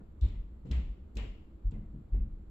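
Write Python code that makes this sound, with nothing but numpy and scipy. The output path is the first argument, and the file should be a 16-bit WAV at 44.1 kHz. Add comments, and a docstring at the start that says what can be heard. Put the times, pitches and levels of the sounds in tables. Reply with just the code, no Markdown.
"""A quiet rumble, then five heavy steps on the floor above, about two a second, heard from the room below.
Sagging sines swing the ceiling at each heel; softer swings follow, and decaying joist modes rumble on.
Shaped noise knocks the boards, which ring low room modes; hard contacts add resonant woody raps.
The loaded ceiling cracks: a short noise snap plus a room tail with its own decay at each frequency."""
import sys
import numpy as np
from scipy import signal
from scipy.fft import rfft, irfft, next_fast_len
from scipy.io import wavfile

SR = 44100
rng = np.random.default_rng(int(sys.argv[2]) if len(sys.argv) > 2 else 0)


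def bounce(signal):
    """Save signal as a 16-bit WAV file at the path given by the first command-line argument."""
    frames = np.transpose(np.atleast_2d(signal))
    limited = np.clip(frames, -1, 1)
    pcm = np.round(limited * 32767).astype(np.int16)
    wavfile.write(sys.argv[1], SR, pcm)


N = 110250


def amp(db):
    """Decibels to gain."""
    return 10 ** (np.asarray(db) / 20)


def along(points, hz):
    """(Hz, value) points interpolated on a log-frequency axis."""
    point_hz, value = np.transpose(points)
    return np.interp(np.log(hz + 1), np.log(point_hz + 1), value)


def ramp(u):
    """Sine-squared step from 0 to 1."""
    return np.sin(np.pi / 2 * np.clip(u, 0, 1)) ** 2


def since(start_s):
    """Seconds since start_s, zero before it."""
    return np.maximum(np.arange(N) / SR - start_s, 0)


def ring(t, t60_s):
    """Exponential decay, 60 dB down after t60_s."""
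    return np.exp(-np.log(1000) * t / t60_s)


def noise(spectrum, alike, tilt_db_oct=0, peak_hz=1, peak_db=0, peak_octaves=1):
    """Stereo noise of rms 1: spectrum, tilt and one optional resonance; alike sets channel correlation."""
    hz = np.fft.rfftfreq(N, 1 / SR)
    octaves = np.log2(np.maximum(hz, spectrum[0][0]) / SR)
    off_peak = np.log2((hz + 1) / peak_hz) / peak_octaves
    resonance_db = peak_db / (1 + off_peak ** 2)
    gain = amp(along(spectrum, hz) + tilt_db_oct * octaves + resonance_db)
    # mid/side power split giving the wanted correlation
    angle = np.arccos(np.clip(along(alike, hz), -1, 1)) / 2
    white = rfft(rng.standard_normal((2, N)))
    mid, side = irfft(white * gain * [np.cos(angle), np.sin(angle)], N)
    pair = np.array([mid + side, mid - side])
    return pair / pair.std()


def dying(x, start_s, rise_s, t60, stretch=1, size=512):
    """Fades x in at start_s; each frequency then decays at its own rate, t60 times stretch."""
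    hz, t, z = signal.stft(x, SR, nperseg=size)
    t60_s = stretch * along(t60, hz)[:, None]
    fade = amp(-60 * np.maximum(t - start_s, 0) / t60_s)
    faded = signal.istft(z * fade, SR, nperseg=size)[1][:, :N]
    return faded * ramp(since(start_s) / rise_s)


# heel stomps: t/s, level/dB, starting f/Hz, hold/s, release/s
STOMPS = [(0.215, -19, 62.8, 0.041, 0.014), (0.7027, -25, 67.4, 0.078, 0.075),
          (1.158, -29.5, 53.7, 0.032, 0.089), (1.6450, -24.5, 45.4, 0.045, 0.0081),
          (2.1205, -23, 46.5, 0.054, 0.024)]
# softer swings as the weight settles and lifts: t/s, level/dB, f/Hz, length/s
REBOUNDS = [(0.319, -42.5, 45, 0.1), (0.352, -30, 44.2, 0.079), (0.829, -33, 38, 0.06),
            (0.868, -32, 45.5, 0.077), (1.015, -41.5, 68.5, 0.046), (1.275, -37.5, 40.6, 0.083),
            (1.718, -34.5, 34.4, 0.13), (1.856, -40.5, 39, 0.038), (2.196, -23.5, 46.3, 0.055),
            (2.29, -36, 32, 0.098)]
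SWELL_S, SAG_PER_S = 0.0089, 1.2  # build-up time constant; pitch sinks as the weight comes on


def heels():
    """Each heel swings the ceiling for a few cycles; softer swings follow as the weight shifts."""
    out = np.zeros(N)
    for start_s, db, hz, hold_s, release_s in STOMPS:
        t = since(start_s)
        cycles = hz * (1 - np.exp(-SAG_PER_S * t)) / SAG_PER_S
        swell = 1 - np.exp(-t / SWELL_S)
        release = ramp(1 - (t - hold_s) / release_s)
        out -= amp(db) * np.sin(2 * np.pi * cycles) * swell * release
    for start_s, db, hz, length_s in REBOUNDS:
        t = since(start_s)
        arch = np.sin(np.pi * np.minimum(t / length_s, 1))
        out -= amp(db) * np.sin(2 * np.pi * hz * t) * arch
    return out


MODE_RISE_S, MODE_SCATTER_DB = 0.016, 3


def struck(events, modes):
    """Each event rings all modes in proportion to its level, with random scatter in level and phase."""
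    out = np.zeros(N)
    for start_s, event_db, *_ in events:
        t = since(start_s)
        scatter = rng.standard_normal((len(modes), 2))
        for (hz, db, t60_s), (size, turn) in zip(modes, scatter):
            gain = amp(event_db + db + MODE_SCATTER_DB * size)
            tone = np.sin(2 * np.pi * hz * t + np.pi * turn)
            out += gain * tone * ring(t, t60_s) * ramp(t / MODE_RISE_S)
    return out


# joist modes: f/Hz, level re stomp/dB, t60/s
JOIST_MODES = [(30.8, -18, 1), (39.13, -13, 0.51), (46.53, -13.5, .7), (58.55, -28, 1), (76.5, -18.5, 0.96),
               (94.4, -15, 0.63)]


def joists():
    """The joists ring on at their own modes after each stomp."""
    return struck(STOMPS, JOIST_MODES)


# board knocks: t/s, level before BOARDS_DB/dB, rise/s, t60 factor, tilt/(dB/octave)
KNOCKS = [(0.0, -52.5, 0.008, 0.52, 5), (0.225, -43, 0.014, 0.95, 1.5), (0.650, -39, 0.005, 1, -3.5),
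          (0.705, -42.5, 0.0056, 0.75, 2), (0.774, -42.5, 0.018, 0.71, -0.5), (1.158, -44.5, 0.0044, .9, 1),
          (1.233, -48, 0.0073, 0.73, 4.5), (1.719, -40, 0.0083, 0.33, -2.5),
          (1.765, -43.5, 0.0096, 0.42, -3), (1.931, -44, 0.011, 1.0, -5.5), (2.133, -42, 0.0064, 0.54, -7),
          (2.199, -49, .008, 0.32, -0.5), (2.25, -48, 0.0025, 0.65, -4.5)]
# knock spectrum: f/Hz, relative level/dB
BOARD_SPECTRUM = [(40, -15.5), (85, -8.5), (125, 5), (165, 0), (215, 1.5), (247, -4), (285, -5),
                  (345, -7.5), (430, -11.5), (600, -21), (800, -30.5), (1600, -33.5), (3000, -61.5),
                  (8000, -92)]
# board decay: f/Hz, t60/s
BOARD_T60 = [(100, 1), (250, 0.39), (600, 0.65), (2000, 0.15)]
# left-right correlation of all noise but the snaps: f/Hz, correlation
ALIKE = [(60, 0.99), (130, 0.99), (260, 0.87), (400, .6), (700, .1), (2000, 0), (12000, 0.03)]
BOARDS_DB = -0.5


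def boards():
    """Heel and sole knock on the boards; the ceiling lets mostly the low middle through."""
    out = np.zeros((2, N))
    for start_s, db, rise_s, stretch, tilt_db_oct in KNOCKS:
        thud = noise(BOARD_SPECTRUM, ALIKE, tilt_db_oct)
        out += amp(db) * dying(thud, start_s, rise_s, BOARD_T60, stretch)
    return amp(BOARDS_DB) * out


# low room modes: f/Hz, level re knock/dB, t60/s
ROOM_MODES = [(128.6, -13, 0.15), (160.8, -10, .65), (206, -13, 0.93), (221.2, -12.5, 0.49),
              (285, -15, 0.55)]


def room_modes():
    """The knocks set the low modes of the room ringing."""
    return struck(KNOCKS, ROOM_MODES)


# hard contacts: t/s, level/dB, f/Hz
RAPS = [(0.652, -47.5, 220), (1.168, -47, 475), (1.229, -58, 496), (1.752, -51.5, 215), (2.143, -49, 153.5),
        (2.159, -57.5, 464)]
# rap spectrum, before the resonance: f/Hz, relative level/dB
RAP_SPECTRUM = [(100, -13), (300, 4), (600, -2.5), (1200, -18), (2500, -26), (8000, -59)]
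RAP_PEAK_DB, RAP_PEAK_OCTAVES, RAP_RISE_S, RAP_T60_S = 17.5, 0.25, 0.0027, 0.15


def raps():
    """A hard contact rings a single board: resonant noise with a short woody decay."""
    out = np.zeros((2, N))
    for start_s, db, hz in RAPS:
        t = since(start_s)
        wood = noise(RAP_SPECTRUM, ALIKE, 0, hz, RAP_PEAK_DB, RAP_PEAK_OCTAVES)
        out += amp(db) * wood * ramp(t / RAP_RISE_S) * ring(t, RAP_T60_S)
    return out


# ceiling cracks: t/s, level before pan/dB, tilt/(dB/octave), snap level before SNAP_DB/dB,
# resonance f/Hz, resonance height/dB, resonance half-width/octave
CRACKS = [(0.2098, -60.5, 4, -2, 3760, 12, .25), (0.237, -63.5, -1.5, -4.5, 3620, 5.5, 0.23),
          (0.284, -67, -3, 2, 3200, 6.5, 0.17), (0.330, -69.5, -7.5, -8, 2080, 11, 0.26),
          (0.655, -71, 2, -11, 2200, 0, .2), (0.7115, -51, -1.5, -0.5, 3200, 3, 0.41),
          (0.7186, -64, -3, 5, 3720, 6, 0.51), (0.736, -58.5, -3.5, -6, 2050, 3.5, 0.18),
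          (1.153, -67, 6, -2, 4100, -3.5, 0.085), (1.1684, -49, -1.5, 0, 2880, 5.5, 0.13),
          (1.708, -80, 3, 4.5, 7400, 10, 0.067), (1.7155, -64.5, -8.5, 3, 3260, 2.5, 0.26),
          (1.738, -74, -8.5, 6, 2060, 17.5, 0.061), (2.128, -70, -6.5, -5.5, 2650, 6, 0.21),
          (2.159, -76.5, -6.5, 1, 2184, 8.5, .2)]
# room-tail spectrum: f/Hz, relative level/dB
TAIL_SPECTRUM = [(200, -30), (600, -4), (1000, -3.5), (1550, -7), (2000, 0), (2800, -2), (4000, -8),
                 (5200, -16.5), (6500, -19), (7600, -11), (8400, -50), (12000, -31.5), (15500, -36)]
# direct-snap spectrum: f/Hz, relative level/dB
SNAP_SPECTRUM = [(300, -6.5), (1000, -5.5), (1600, -5.5), (3000, 6), (4300, 4.5), (6000, -2), (7600, -0.5),
                 (8600, -20), (12000, -15), (15500, -26)]
# room decay: f/Hz, t60/s
ROOM_T60 = [(300, 0.81), (1300, 0.51), (2200, .55), (3000, 0.6), (4000, 0.51), (5000, 0.61), (7500, 0.48),
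            (12000, 0.66)]
# left-right correlation of the snap: f/Hz, correlation
SNAP_ALIKE = [(500, .6), (8000, .4)]
SNAP_DB, SNAP_T60_S, SNAP_RISE_S = 7, 0.042, 0.0028
ROOM_RISE_S, CRACK_PAN_DB = 0.019, 1.7


def cracks():
    """The loaded ceiling snaps, each spot at its own pitch, a little to the left, and the room answers."""
    out = np.zeros((2, N))
    for start_s, db, tilt_db_oct, direct_db, *resonance in CRACKS:
        t = since(start_s)
        snap = noise(SNAP_SPECTRUM, SNAP_ALIKE, tilt_db_oct, *resonance)
        snap = snap * ramp(t / SNAP_RISE_S) * ring(t, SNAP_T60_S)
        tail = noise(TAIL_SPECTRUM, ALIKE, tilt_db_oct, *resonance)
        tail = dying(tail, start_s, ROOM_RISE_S, ROOM_T60)
        out += amp(db) * (amp(SNAP_DB + direct_db) * snap + tail)
    return out * amp([[CRACK_PAN_DB], [-CRACK_PAN_DB]])


# background spectrum: f/Hz, relative level/dB
BACKGROUND_SPECTRUM = [(20, -5), (32, -12), (53, 2), (112, -18), (175, -19.5), (205, -15.5), (288, -23),
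                       (322, -16.5), (360, -26.5), (414, -28), (645, -35.5), (950, -40), (1350, -42.5),
                       (1650, -48), (3000, -55.5), (4300, -58.5), (5000, -66), (6800, -67.5), (7500, -56.5),
                       (8200, -76), (11500, -68), (15300, -69.5)]
BACKGROUND_DB = -49.5  # rms


def background():
    """Steady noise, mostly low rumble."""
    return amp(BACKGROUND_DB) * noise(BACKGROUND_SPECTRUM, ALIKE)


BASS_LEAD_S, BASS_PAN_DB = 0.00014, 0.32


def scene():
    """Sums the layers; swings and modes reach the left ear first and slightly louder."""
    bass = heels() + joists() + room_modes()
    t = since(0)
    late = np.interp(t - BASS_LEAD_S, t, bass)
    deep = np.array([bass, late]) * amp([[BASS_PAN_DB], [-BASS_PAN_DB]])
    return deep + boards() + raps() + cracks() + background()


TOP_HZ = 15500


def record(dry):
    """Brick-wall low-pass at TOP_HZ, zero-padded against wrap-around."""
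    m = next_fast_len(N + SR // 2)
    passband = np.fft.rfftfreq(m, 1 / SR) < TOP_HZ
    return irfft(rfft(dry, m) * passband, m)[:, :N]


dry = scene()
out = record(dry)
bounce(out)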